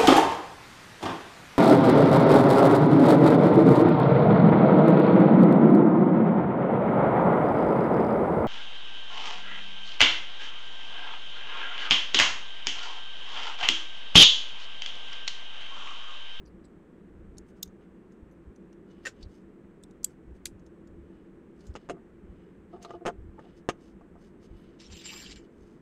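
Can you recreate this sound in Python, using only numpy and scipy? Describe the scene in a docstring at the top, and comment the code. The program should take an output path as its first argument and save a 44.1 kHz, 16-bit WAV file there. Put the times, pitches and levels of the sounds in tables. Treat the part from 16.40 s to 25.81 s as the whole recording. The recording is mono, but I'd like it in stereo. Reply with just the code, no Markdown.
"""Close by two microphones, hands work small plastic bricks onto a toy model: grazes, loud stud snaps, faint ticks,
each tick or snap after a creep of tiny slips. At 2.7 s a loose piece skitters, its modes ringing; from 5.3 to 7.8 s
the model's corners knock on the table in little bounces, and stick and slip as it is turned. From 8.4 s a part is
slid over the tabletop's catching grain. Throughout, hands rustle in fine grains on bricks and table, their low bumps
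reach mainly the left microphone, and a fan hums as coloured noise; a diffuse tail makes the room small."""
import sys
import numpy as np
from scipy import signal
from scipy.fft import rfft, irfft, next_fast_len
from scipy.io import wavfile
from scipy.ndimage import uniform_filter1d, map_coordinates

SR = 44100
rng = np.random.default_rng(int(sys.argv[2]) if len(sys.argv) > 2 else 0)


def int16_out(signal):
    """Quantize to a 16-bit WAV file."""
    q = np.round(np.clip(np.atleast_2d(signal).T, -1, 1) * 32767)
    wavfile.write(sys.argv[1], SR, q.astype(np.int16))


N = 414981
TIME = np.arange(N) / SR
HIT = np.arange(SR // 4) / SR  # time inside one contact [s]
TOP_HZ = 15700  # the camera's band limit

# ringing modes of the brick walls: (pitch [Hz], level [dB], t60 [s])
WALL_MODES = [(2950, -2, 0.04), (4060, -4, 0.023), (4500, -11.5, 0.042), (5078, 3, 0.025), (6300, 1, 0.062),
              (6800, -1, 0.036), (8465, -1, 0.038)]
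# push of a model's corner on the table: (frequency [Hz], level [dB])
THUD_SPECTRUM = [(40, -10), (150, -5.5), (400, 3), (700, 1), (1000, -7), (1300, -4), (2000, -15.5),
                 (3200, -49), (6000, -40.5), (16000, -59.5)]


def amp(db):
    """Decibels to gain."""
    return 10 ** (np.asarray(db) / 20)


def unit(x):
    """Scale to rms 1."""
    return x / np.sqrt(np.mean(x ** 2) + 1e-20)


def burst(x):
    """Scale each channel to the energy of 5 ms at rms 1."""
    return x / np.sqrt(np.sum(x ** 2, axis=-1, keepdims=True) / (.005 * SR))


def along(points, hz):
    """Interpolate (Hz, value) points on a log frequency axis."""
    f, v = np.transpose(points)
    return np.interp(np.log(hz + 1), np.log(f + 1), v)


def fade(t60):
    """Exponential decay of one contact, -60 dB after t60 seconds."""
    return np.exp(-np.log(1000) * HIT / t60)


def add(track, s, x):
    """Mix x into a stereo track at s seconds."""
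    part = track[:, round(s * SR):][:, :x.shape[-1]]
    part += x[..., :part.shape[1]]


def pan(db):
    """Channel gains for a left-over-right level difference."""
    return amp([[db / 2], [-db / 2]])


def filtered(x, response):
    """x times a response of frequency."""
    m = next_fast_len(x.shape[-1] + 8192)  # padded, so that the ringing has room to die away
    spectrum = rfft(x, m) * response(np.fft.rfftfreq(m, 1 / SR))
    return irfft(spectrum, m)[..., :x.shape[-1]]


def resonance(f, hz, width):
    """Causal response of one mode."""
    return 1j * f * width / (hz * hz - f * f + 1j * f * width)


def below(f, hz):
    """Steep low-pass response."""
    return 1 / (1 + (f / hz) ** 8)


def wobble(rate):
    """A smooth random curve, rate knots a second."""
    knots = rng.standard_normal(int(N * rate / SR) + 4)
    return map_coordinates(knots, [TIME * rate])


def swells(rows):
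    """Sum of smooth swells, one per (middle, length, level) row."""
    return sum(amp(db) * np.exp(-(2 * (TIME - s) / length) ** 2) for s, length, db in rows)


def noise(response, alike):
    """Stereo noise of rms 1 with a colour and a left-right likeness, set by its balance of mid and side."""
    def mid_and_side(f):
        angle = np.arccos(np.clip(along(alike, f), -1, 1)) / 2
        return response(f) * np.array([np.cos(angle), np.sin(angle)])
    mid, side = filtered(rng.standard_normal((2, N)), mid_and_side)
    return unit(np.array([mid + side, mid - side]))


def push(spectrum):
    """The most compact causal (minimum-phase) pulse with this spectrum."""
    n = len(HIT)
    cepstrum = irfft(np.log(amp(along(spectrum, np.fft.rfftfreq(n, 1 / SR)))), n)
    causal = 2 * cepstrum * (np.arange(n) < n // 2)
    return irfft(np.exp(rfft(causal)), n)


def crack(spectrum, t60):
    """A dying burst of tiny impacts, different at each microphone."""
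    impacts = rng.standard_normal((2, len(HIT))) * fade(t60)
    return burst(signal.fftconvolve(impacts, push(spectrum)[None], axes=1)[:, :len(HIT)])


def catches(n, rate, size_db):
    """n samples of tiny impacts at random moments, rate a second, of uneven size."""
    struck = rng.random(n) < rate / SR  # the same moments at both microphones
    return struck * rng.choice([-1, 1], (2, n)) * amp(size_db * rng.uniform(-1, 1, (2, n)))


def ring(modes, spread, size=1):
    """Modes struck at new strengths; spread is their phase scatter between microphones, size lowers the pitch."""
    tone = 0
    for hz, db, t60 in modes:
        strength = amp(db + rng.normal(0, 2.8))
        phase = rng.uniform(0, 2 * np.pi) + spread * rng.standard_normal((2, 1))
        tone = tone + strength * fade(t60) * np.sin(2 * np.pi * hz / size * HIT + phase)
    return tone * (1 - np.exp(-HIT / 0.00027))


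def body(x, modes):
    """x played through an object's modes, of alternating sign."""
    def response(f):
        return sum((-1) ** k * amp(db) * np.sqrt(t60) * resonance(f, hz, np.log(1000) / np.pi / t60)
                   for k, (hz, db, t60) in enumerate(modes))
    return filtered(x, response)


def click(hz, t60, edge_hz, ring_db):
    """A broad crack centred on a brick's pitch, with its main resonance, a neighbour and the modes round the stud."""
    # spectrum of the crack: (frequency [Hz], level [dB])
    brick_spectrum = [(300, -17.5), (1500, -18.5), (3000, -3), (6000, -1.5), (8500, 0.5), (10500, -3),
                      (14000, -9.5), (16000, -28.5)]
    # modes round a stud: (multiple of the brick's pitch, level [dB], t60 [s])
    stud_modes = [(.835, -11.5, .016), (1, -1, .014), (1.11, -9.5, .022), (1.48, -17.5, .02),
                  (1.63, -14, 0.025)]
    overtone, overtone_db, stud_db = 1.12, -7, -5.5  # neighbour's multiple of the pitch; levels in the ring
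    quarter_turn = np.array([[1], [-1j]])  # the ring reaches the right microphone a quarter cycle late
    slip = crack(brick_spectrum, t60)
    slip = burst(filtered(slip, lambda f: resonance(f, hz, width=0.99 * hz) * below(f, edge_hz)))
    main = burst(filtered(slip[0], lambda f: resonance(f, hz, width=0.077 * hz) * quarter_turn))
    neighbour = filtered(slip[1], lambda f: resonance(f, overtone * hz, width=.025 * hz) * quarter_turn)
    stud = ring([(k * hz, level, decay) for k, level, decay in stud_modes], spread=0.1)
    stud = filtered(stud, lambda f: quarter_turn * below(f, edge_hz) * (1 - below(f, .5 * hz)))
    ringing = burst(main + amp(overtone_db) * burst(neighbour) + amp(stud_db) * burst(stud))
    return burst(amp(ring_db) * ringing + .85 * slip)


def plastic_clicks():
    """Tiny slips creep up to a snap or tick: a click, the brick's hollow, ringing walls and a thin top ring."""
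    # plastic clicks, loud stud snaps, faint ticks and small slips after a snap: (time [s], level [dB],
    # main pitch [Hz], crack t60 [s], left over right [dB], hollow ring [dB], hollow pitch [Hz],
    # relative thin top ring [dB], creep before it [s], ring over the crack [dB])
    click_rows = [(0.971, -65.5, 6500, .03, 3, -2, 3860, -30, .0024, -3),
                  (0.9827, -46, 6600, .012, 8, -16, 3900, -33.5, .0032, -1.5),
                  (1.2294, -31, 6380, 0.016, 7, -4, 3590, 0, 0.0047, 2),
                  (1.257, -62.5, 6200, .032, 0, -11, 4100, -18, .008, -2.5),
                  (1.276, -61.5, 6300, 0.043, 0, -11, 3300, -25.5, .003, 12),
                  (1.721, -68, 6510, 0.065, 3, -24, 4030, -16, 0.0089, -3),
                  (1.913, -75, 6300, .06, 3.5, -20, 3980, -14, .008, 3),
                  (2.161, -65.5, 6070, 0.022, 9, -13, 2900, -28, .0075, 1),
                  (2.329, -64.5, 6000, .023, 1, -5, 2790, -26, .006, 1),
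                  (2.828, -50.5, 4520, .04, 1, -3.5, 3520, -39, 0.018, 21),
                  (3.4364, -52.5, 7970, 0.015, 7, -4, 3570, -36, 0.0093, 8),
                  (3.51, -66, 7200, 0.025, 3, -8, 3730, -25, .01, -13),
                  (3.632, -55, 5620, .023, 4.5, -11.5, 4900, -13.5, 0.002, -2.5),
                  (3.6446, -20.5, 7930, 0.019, 2, -21, 4806, -14, .002, 2),
                  (3.6467, -38.5, 8700, .016, 5.5, -19.5, 2370, -12, .001, 0),
                  (4.0575, -40.5, 2050, 0.014, 8.5, -8.5, 1500, -23.5, .001, -9),
                  (4.0564, -30, 6714, 0.012, -1.5, -10, 3380, -17, 0.0023, -8),
                  (4.065, -42, 5970, 0.045, 1, -8, 2440, -22, .001, -14),
                  (4.069, -52, 8860, 0.087, 1, -19, 3300, -23, 0.0009, -17),
                  (4.195, -70, 6270, 0.045, -1, -9, 3900, -25, 0.0077, 3),
                  (4.264, -63.5, 6390, 0.047, 1.5, -8, 3520, -23, .008, 0),
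                  (4.474, -66, 7020, 0.035, -1.5, -7, 3320, -21.5, 0.0072, 3),
                  (5.207, -62, 4460, .065, 6, -14, 4210, -32.5, 0.0069, -3),
                  (5.268, -57, 6900, .085, 0, -8, 3660, -17, .025, 3),
                  (5.340, -63, 5170, .06, -2, -6, 3270, -30.5, 0.0072, 0),
                  (6.427, -49, 6560, 0.054, -2, -22, 2900, -18, 0.012, 4),
                  (6.4478, -48, 3930, 0.064, 4.5, -10, 2710, -28, 0.0044, 8)]
    # a brick's underside: (multiple of its hollow pitch, level [dB], t60 [s])
    hollow_modes = [(.78, -16.5, .01), (1, 1, 0.02), (1.12, 0, 0.022), (1.38, -1, 0.017),
                    (1.52, -1.5, .022)]
    hollow_side_db = 5.5  # left over right
    creep_per_s, creep_db = 1000, -12  # rate of the tiny slips, and their energy under the click
    # harder clicks are brighter: upper edge at this level, and the rise in level that lifts it an octave
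    edge_at_hz, edge_at_db, db_per_octave = 19000, -27.5, 49.5
    out = np.zeros((2, N))
    for s, db, hz, t60, side_db, hollow_db, hollow_hz, top_db, creep_s, ring_db in click_rows:
        release = click(hz, t60, edge_at_hz * 2 ** ((db - edge_at_db) / db_per_octave), ring_db)
        walls = amp(-22) * burst(ring(WALL_MODES, spread=1.2, size=np.exp(rng.normal(0, 0.15))))
        top = amp(top_db - 4.5) * burst(ring([(14200, 0, .014), (13600, -8.5, .012)], spread=0.6))
        hollow = ring([(k * hollow_hz, level, decay) for k, level, decay in hollow_modes], spread=0.2)
        hollow = burst(filtered(hollow, lambda f: 1 - below(f, .5 * hollow_hz)))
        bright = pan(side_db) * (release + walls + top)
        add(out, s, amp(db) * (bright + amp(hollow_db) * pan(hollow_side_db) * hollow))
        growth = (HIT < creep_s) * (0.36 + HIT / creep_s)
        slips = catches(len(HIT), creep_per_s, size_db=5.5)[0] * growth
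        slips[0] = 0.34  # the creep always starts with one slip
        creep = signal.fftconvolve(release, slips[None], axes=1)[:, :len(HIT)]
        add(out, s - creep_s, amp(db + creep_db) * pan(side_db) * burst(creep))
    return out


def touches():
    """Brick grazes brick: a brief train of slips rings two resonances of the edge over a broad scuff."""
    # grazes: (time [s], length [s], level [dB], pitch [Hz], second pitch [Hz], its relative level [dB])
    touch_rows = [(.054, .008, -63.5, 4800, 5760, 0), (.066, .014, -66, 4620, 10900, -7),
                  (0.24, 0.015, -66.5, 4730, 4050, 2), (0.244, 0.011, -62, 7930, 8800, -15),
                  (1.912, .016, -76, 11200, 6200, -4), (2.506, 0.0073, -70, 6160, 3780, -8),
                  (2.822, .014, -55.5, 4500, 5300, -8), (2.845, 0.011, -67, 3840, 3200, -7),
                  (6.521, 0.0073, -66, 5780, 3870, -4)]
    half_width_hz = 400  # of each resonance, to its -6 dB points
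    slips_per_s, release_s = 1300, .04
    scuff_db, scuff_edge_hz = -8, 9500  # a graze's scuff has little above this edge
    out = np.zeros((2, N))
    for s, length, db, hz, second_hz, second_db in touch_rows:
        release = np.exp(-np.log(1000) * np.maximum(HIT - length, 0) / release_s)
        pressure = np.clip(0.42 + HIT / length, 0, 1) * release
        slips = pressure * catches(len(HIT), slips_per_s, size_db=3)
        first = burst(filtered(slips, lambda f: resonance(f, hz, 2 * half_width_hz) ** 2))
        second = burst(filtered(slips, lambda f: resonance(f, second_hz, 2 * half_width_hz) ** 2))
        scuff = burst(filtered(slips, lambda f: resonance(f, hz, hz) * below(f, scuff_edge_hz)))
        add(out, s, amp(db) * pan(2.2) * (first + amp(second_db) * second + amp(scuff_db) * scuff))
    return out


def skitter():
    """A loose piece skips under the fingertips: each skip rings it and rattles its edge on the table."""
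    # skips: (time [s], level [dB], relative edge rattle [dB])
    skip_rows = [(2.6522, -38, -0.5), (2.6578, -32.5, -3), (2.667, -32, -2.5), (2.6703, -38.5, 0),
                 (2.6737, -41, -0.5)]
    # modes of the loose piece: (pitch [Hz], level [dB], t60 [s])
    piece_modes = [(1320, -6, 0.033), (1540, 0, 0.05), (1835, 7.5, 0.044), (2170, -22, 0.02),
                   (2674, -2.5, 0.037), (3580, -18, .03), (5550, -9, 0.029), (7040, -9, 0.073),
                   (11150, -29, 0.056)]
    # rattle of its edge: (frequency [Hz], level [dB])
    edge_spectrum = [(120, -3), (450, 7.5), (900, -8), (1500, -1.5), (3000, -1.5), (4200, -6), (6000, -3),
                     (8000, -9), (10000, -22), (13500, -28.5), (15500, -40.5)]
    out = np.zeros((2, N))
    for s, db, edge_db in skip_rows:
        rattle = amp(edge_db) * crack(edge_spectrum, t60=0.088)
        add(out, s, amp(db) * (burst(ring(piece_modes, spread=0.22)) + rattle))
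    return out


def judder(t60):
    """A corner trembling against the table: dying impacts with a soft start."""
    return crack(THUD_SPECTRUM, t60)[0] * (1 - np.exp(-HIT / 0.003))


def board(x, hz, width):
    """The tabletop's answer; the place of contact decides which modes answer most."""
    # modes of the tabletop: (pitch [Hz], level [dB], t60 [s])
    table_modes = [(158, 11.5, 0.063), (350, 7.5, 0.073), (388, 1.5, 0.18), (460, 2, 0.038),
                   (626, -6.5, 0.046), (691.6, 1, 0.066), (877, -6.5, 0.065), (1070, -7, 0.027),
                   (1220, 2.5, 0.037), (1520, -11, 0.055)]
    return filtered(body(x, table_modes), lambda f: resonance(f, hz, width) ** 2)


def knocks(count=4):
    """Each landing corner pushes the table and bounces at even, weakening steps; board shudders, bricks chatter."""
    # landings: (time [s], peak of the push [dB], loss a bounce [dB], relative rattle of the bricks [dB],
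    # relative ring of the tabletop [dB], favoured pitch [Hz])
    knock_rows = [(5.3533, -26.5, 5, -18.5, -22, 500), (5.360, -35, 19, -6.5, -14, 600),
                  (5.4895, -28.5, 8, -21, -16, 493), (5.497, -22, 5.5, -15, -6.5, 610),
                  (6.4488, -32, 20, -17.5, -8.5, 1150), (6.5068, -29.5, 17.5, -22, -11, 1100),
                  (6.653, -24, 17.5, -19, -20, 605), (6.6596, -15, 10, -21.5, -21, 800),
                  (6.6649, -15.5, 5, -16.5, -15, 846), (6.679, -20.5, 6, -17.5, -15.5, 654),
                  (6.689, -20, 4.5, -36, -16, 680), (6.993, -33.5, 12, -25, -21, 880),
                  (7.289, -9, 15, -18, -22, 1350), (7.2948, -25.5, 13, -5, -15, 1390),
                  (7.611, -43.5, 16, -28, -10.5, 1100), (7.755, -43, 19, -33.5, -10.5, 1245)]
    # rattle of the model's bricks: (frequency [Hz], level [dB])
    rattle_spectrum = [(300, 17), (1200, 8), (2900, 12), (4200, -1.5), (7300, 0.5), (9000, -16),
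                       (11500, -10.5), (15500, -47)]
    bounce_s, rattle_loss = .0057, 0.92  # time between bounces; share of each bounce's loss that the rattle takes
    board_t60_s, focus = 0.036, 1.1  # trembling that drives the board; width of its answer over the pitch
    # harder landings rattle brighter: upper edge at this peak, and the rise in peak that lifts it an octave
    bright_hz, bright_at_db, db_per_octave = 10100, -28, 50
    out = np.zeros((2, N))
    pulse = -push(THUD_SPECTRUM)
    pulse = pulse / np.abs(pulse).max()
    for s, db, loss_db, rattle_db, board_db, hz in knock_rows:
        add(out, s, amp(db + board_db) * burst(board(judder(board_t60_s), hz, focus * hz)))
        edge_hz = bright_hz * 2 ** ((db - bright_at_db) / db_per_octave)
        for k in range(count):
            shudder = crack(THUD_SPECTRUM, t60=0.022)
            shudder = amp(-19.0) * shudder[0] + amp(-18.5) * shudder[::-1]  # mostly alike at both microphones
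            walls = burst(ring(WALL_MODES, spread=1.44, size=np.exp(rng.normal(0, 0.0528))))
            chatter = crack(rattle_spectrum, t60=0.047) + amp(-12.5) * walls
            chatter = amp(rattle_db - k * rattle_loss * loss_db) * filtered(chatter, lambda f: below(f, edge_hz))
            contact = amp(-k * loss_db) * (pulse + shudder) + chatter
            add(out, s + k * bounce_s, amp(db) * contact)
    return out


def stick_slip(length, rate, count=64):
    """A dragged corner sticks and slips at a nearly even rate."""
    scatter_share, size_db = 0.08, 3.5  # unevenness: timing as a share of one slip, and size
    attack_s, release_s = 0.0015, 0.056
    scatter, size = rng.standard_normal((2, count))
    s = np.abs(np.arange(count) + scatter_share * scatter) / rate
    release = np.exp(-np.log(1000) * np.maximum(s - length, 0) / release_s)
    grip = (1 - np.exp(-s / attack_s)) * release
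    return np.bincount(np.round(s * SR).astype(int), grip * amp(size_db * size), len(HIT))[:len(HIT)]


def rocks():
    """The model judders over the tabletop as it is turned: trains of slips ring the board."""
    # judders: (time [s], length before the release [s], level [dB], slips a second [1/s],
    # favoured pitch [Hz], its width to -6 dB [Hz])
    rock_rows = [(5.517, 0.027, -46.5, 170, 383, 506), (5.542, 0.034, -54, 120, 596, 1500),
                 (6.326, 0.018, -41, 350, 600, 700), (6.357, 0.0067, -49, 383, 740, 450),
                 (6.388, 0.097, -57, 350, 702, 400), (6.442, 0.0072, -54, 440, 1150, 800),
                 (6.474, 0.026, -46, 350, 650, 480), (6.534, 0.013, -37, 350, 620, 700),
                 (6.605, 0.0091, -40, 345, 520, 450), (6.972, 0.017, -48.5, 450, 880, 232),
                 (7.03, 0.033, -60.5, 250, 765, 300)]
    out = np.zeros((2, N))
    for s, length, db, rate, hz, width in rock_rows:
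        drag = board(stick_slip(length, rate), hz, width)
        add(out, s, amp(db) * drag * np.sqrt(length * SR) / np.linalg.norm(drag))
    return out


def model_on_table():
    """Knocks and judders of the model, which reach the left microphone 0.13 ms before the right."""
    delay_s = np.array([[0], [.00013]])
    return filtered(knocks() + rocks(), lambda f: np.exp(-2j * np.pi * f * delay_s)) * pan(-0.12)


def effort(s, db, attack, hold, release):
    """One push: it builds, sags while held and lets go."""
    sag_db_per_s = 23
    t = TIME - s
    held, released = np.clip(t - attack, 0, hold), np.maximum(t - attack - hold, 0)
    return amp(db - sag_db_per_s * held) * np.clip(t / attack, 0, 1) * np.exp(-np.log(1000) * released / release)


def shifting(x):
    """The contact changes along the way: patches of colour come and go, and the edge's rasp glides."""
    # the sliding edge's rasp: (time [s], pitch [Hz])
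    rasp_path = [(8.4, 2660), (8.55, 3030), (8.65, 2570), (8.7, 2700), (8.79, 2670), (8.84, 3110),
                 (8.97, 3020)]
    rasp_width_hz, rasp_db, patchy_db = 800, 4.5, 4
    hz, t, z = signal.stft(x, SR, nperseg=256)
    patches = uniform_filter1d(rng.standard_normal(z.shape[1:]), size=3, axis=0)  # over frequency
    patches = unit(uniform_filter1d(patches, size=9, axis=1))  # over time
    rasp_hz = np.interp(t, *np.transpose(rasp_path))
    rasp = np.exp(-(2 * (hz[:, None] - rasp_hz) / rasp_width_hz) ** 2)
    coloured = z * amp(patchy_db * patches + rasp_db * rasp)
    return unit(signal.istft(coloured, SR, nperseg=256)[1][:, :N])


def slide():
    """Plastic catches on the table's fine grain; the part's modes flare, its edge whistles, and snags jerk it."""
    # pushes: (time [s], relative level [dB], attack [s], hold [s], release to -60 dB [s], ring of the part [dB])
    push_rows = [(8.387, -50.5, 0.017, 0.013, 0.5, -7), (8.484, -47.5, 0.047, 0.19, 0.6, -1),
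                 (8.628, -42, 0.025, 0.26, 0.19, 0.5), (8.952, -54, 0.0056, 0.018, 0.16, 12.5)]
    # colour of the scrape: (frequency [Hz], level [dB])
    scrape_spectrum = [(300, -16), (800, -4.5), (1800, -3.5), (3000, 1), (3900, 1.5), (5200, 1), (6800, -4),
                       (8200, -9.5), (10000, -24), (12000, -34), (14000, -40.5), (15000, -52)]
    # modes of the sliding part: (pitch [Hz], width to -6 dB [Hz], relative level [dB])
    part_modes = [(1830, 770, -20.5), (2306, 86, -17.5), (3020, 600, -17), (5000, 710, -16),
                  (7360, 390, -6.5), (11300, 650, -25.5), (12100, 300, -36)]
    # the edge's thin whistle: (time [s], mean level [dB])
    whistle_path = [(8.5, -90), (8.57, -73), (8.66, -85), (8.72, -62), (8.83, -69), (8.88, -94)]
    # snags: (time [s], level [dB], pitch [Hz])
    snag_rows = [(8.399, -50, 3000), (8.4087, -50, 4400), (8.512, -60, 3500), (8.521, -46, 3600),
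                 (8.5684, -48, 4700), (8.6098, -45, 3500), (8.6562, -41, 2200), (8.662, -41, 2700),
                 (8.734, -43, 3600), (8.776, -45, 3580), (8.848, -53, 3200), (8.8712, -64, 4000),
                 (8.9096, -43.5, 4500), (8.918, -42.5, 3050), (8.925, -50, 7300), (8.9594, -51.5, 3980)]
    catches_per_s, catch_size_db = 880, 8.5  # the table's grain: rate, spread of sizes
    flare = 1.6  # the higher a mode, the more steeply it grows with the push
    whistle_hz, whistle_width_hz = 13860, 410
    snag_t60_s, snag_slips_per_s = 0.056, 1500  # a snag is a short flurry of catches
    force = np.max([effort(*row) for *row, _ in push_rows], axis=0)
    ringing = np.max([amp(ring_db) * effort(*row) for *row, ring_db in push_rows], axis=0)
    scrape = noise(lambda f: amp(along(scrape_spectrum, f)), [(1000, 0.1), (3000, 0.26), (7000, 0.048)])
    grit = catches(N, catches_per_s, catch_size_db)
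    grit = unit(signal.fftconvolve(grit, push(scrape_spectrum)[None], axes=1)[:, :N])
    walls = 0
    for hz, width, db in part_modes:
        mode = unit(amp(4.0 * wobble(45)) * filtered(scrape, lambda f: resonance(f, hz, width) ** 2))
        walls = walls + amp(db) * (force / force.max()) ** (flare * hz / TOP_HZ) * mode
    whistle_db = np.interp(TIME, *np.transpose(whistle_path), left=-np.inf, right=-np.inf)
    whistle = unit(filtered(scrape, lambda f: resonance(f, whistle_hz, whistle_width_hz) ** 2))
    whistle = amp(whistle_db + 2.5 * wobble(40)) * whistle
    rubbing = force * amp(-2.0 + 1.15 * wobble(200)) * shifting(grit + amp(3.5) * scrape)
    out = rubbing * pan(1.7) + (ringing * walls + whistle) * pan(7.0)
    for s, db, hz in snag_rows:
        flurry = catches(len(HIT), snag_slips_per_s, size_db=3) * fade(snag_t60_s)
        flurry = signal.fftconvolve(flurry, push(scrape_spectrum)[None], axes=1)
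        flurry = burst(filtered(flurry, lambda f: resonance(f, hz, width=1.1 * hz)))
        add(out, s, amp(db) * pan(1.8) * flurry)
    return out


def rustles():
    """Soft rustles of hands on bricks and table, some faint and breath-like: coloured grains through wall modes."""
    # rustles: (middle [s], length [s], level before a 4.5 dB cut [dB], main pitch [Hz])
    rustle_rows = [(1.093, 0.047, -68.5, 7500), (1.179, 0.036, -69.5, 6200), (1.429, 0.045, -69, 2900),
                   (2.512, .07, -65.5, 3960), (2.588, 0.12, -68, 3100), (2.649, 0.032, -56, 4560),
                   (2.775, 0.087, -68, 3400), (2.823, 0.046, -61, 4570), (2.94, 0.13, -66, 6000),
                   (3.7, .07, -68, 7500), (3.962, 0.037, -71, 6860), (4.76, .3, -73.5, 3000),
                   (5.248, 0.14, -65.5, 5830), (5.415, 0.12, -67, 3780), (5.997, 0.28, -72, 2960),
                   (6.438, 0.036, -52, 5000), (6.347, 0.066, -65.5, 4000), (6.496, 0.083, -61, 4000),
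                   (6.546, 0.048, -61, 3480), (7.061, 0.17, -65, 3570), (7.182, 0.046, -62.5, 5760),
                   (7.454, 0.11, -64, 5840), (7.848, .1, -65.5, 5820), (8.042, 0.059, -62, 5570),
                   (8.238, 0.3, -66, 3740), (8.2, 0.096, -74.5, 13000), (9.052, 0.027, -66, 4460),
                   (9.27, 0.25, -69, 6040)]
    # colour of a rustle: (frequency [Hz], level [dB])
    rustle_spectrum = [(800, 19.5), (3000, 5.5), (6000, -5), (9000, -8), (14000, -12.5), (16000, -30)]
    width_share, catches_per_s = 0.63, 600  # width of the colour over its pitch; rate of the fine grains
    out = np.zeros((2, N))
    t = np.arange(SR) / SR - .5
    for s, length, db, hz in rustle_rows:
        grains = unit(catches(SR, catches_per_s, size_db=2.0)) + amp(-2.5) * rng.standard_normal((2, SR))
        colour = lambda f: amp(along(rustle_spectrum, f)) * resonance(f, hz, width_share * hz)
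        rustle = unit(filtered(grains, colour))
        swell = amp(db - 4.5) * np.exp(-(2 * t / length) ** 2)
        add(out, s - .5, swell * (rustle + amp(-4) * unit(body(rustle, WALL_MODES))))
    return out


def hands():
    """Slow bumps of the hands, as low noise, reach mainly the left microphone."""
    # the hands shift their grip: (middle [s], length [s], level before the microphone gains [dB])
    grip_rows = [(.12, 0.22, -54), (.85, 0.32, -48), (1.29, 0.082, -49), (1.835, 0.017, -43.5),
                 (2.083, 0.035, -43.5), (2.85, 0.082, -44), (3.91, 0.098, -43.5), (4.12, 0.14, -49),
                 (4.57, 0.26, -50.5), (5.31, 0.05, -36), (5.91, 0.11, -44), (6.84, 0.16, -40.5),
                 (8.14, 0.073, -46), (8.52, 0.073, -44.5), (8.92, 0.15, -51.5), (9.23, 0.045, -51.5)]
    # low bumps: (frequency [Hz], level [dB])
    rumble_spectrum = [(12, -7), (30, -2), (55, 4), (90, -2), (130, -13.5), (250, -42.5), (1000, -78)]
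    # small unsteady movements throughout: level before the microphone gains, its swing, and knots a second
    fidget_db, fidget_swing_db, fidget_per_s = -64, 2.5, 15
    fidget = amp(fidget_db + fidget_swing_db * wobble(fidget_per_s))
    movement = np.hypot(swells(grip_rows), fidget)
    bumps = movement * noise(lambda f: amp(along(rumble_spectrum, f)), [(50, 0.85)])
    return bumps * amp([[5], [-18]])  # left and right microphone gains


def fan():
    """Steady air noise with a few narrow, fuzzy tones, each a band of noise."""
    # air: (frequency [Hz], level [dB])
    air_spectrum = [(20, -7.5), (110, -8), (180, 2.5), (260, -0.5), (380, 0.5), (500, -6.5), (700, -16.5),
                    (1000, -17.5), (1700, -20), (3000, -32.5), (4800, -45), (8000, -41), (9800, -47.5),
                    (15500, -52)]
    # fan tones and a thin hiss: (pitch [Hz], half-width to -6 dB [Hz], level [dB])
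    hum_bands = [(189.3, 11, -60.5), (336.1, 6.5, -60.5), (8045, 430, -90.5)]
    # likeness at the two microphones: (frequency [Hz], correlation [-1 to 1])
    likeness = [(50, 1), (120, 0.7), (190, 1), (350, 0.86), (550, 0.19), (1650, 0.043), (4970, 0.071),
                (15000, -0.51)]
    out = amp(-53.0) * noise(lambda f: amp(along(air_spectrum, f)), likeness)
    for hz, half_width, db in hum_bands:
        out = out + amp(db) * noise(lambda f: resonance(f, hz, 2 * half_width) ** 2, likeness)
    return out


def room(x):
    """A short diffuse tail of fading noise, 5 ms after the direct sound."""
    # decay of the small room: (frequency [Hz], t60 [s])
    room_decay = [(200, 0.27), (1500, 0.14), (7000, 0.1), (14000, 0.08)]
    hz, t, z = signal.stft(rng.standard_normal((2, SR // 3)), SR, nperseg=256)
    decay = np.exp(-np.log(1000) * t / along(room_decay, hz)[:, None])
    tail = signal.istft(z * decay, SR, nperseg=256)[1]
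    tail = np.pad(tail / np.linalg.norm(tail[0]), ((0, 0), (SR // 200, 0)))
    return signal.fftconvolve(x, tail, axes=1)[:, :N]


def scene():
    """Plastic sounds with the room's tail, over the rustles, the hands and the fan."""
    plastic = plastic_clicks() + touches() + skitter() + model_on_table() + slide()
    return plastic + amp(-24.5) * room(plastic) + rustles() + hands() + fan()


def record(dry):
    """The camera keeps nothing above its band limit."""
    return filtered(dry, lambda hz: hz < TOP_HZ)


dry = scene()
out = record(dry)
int16_out(out)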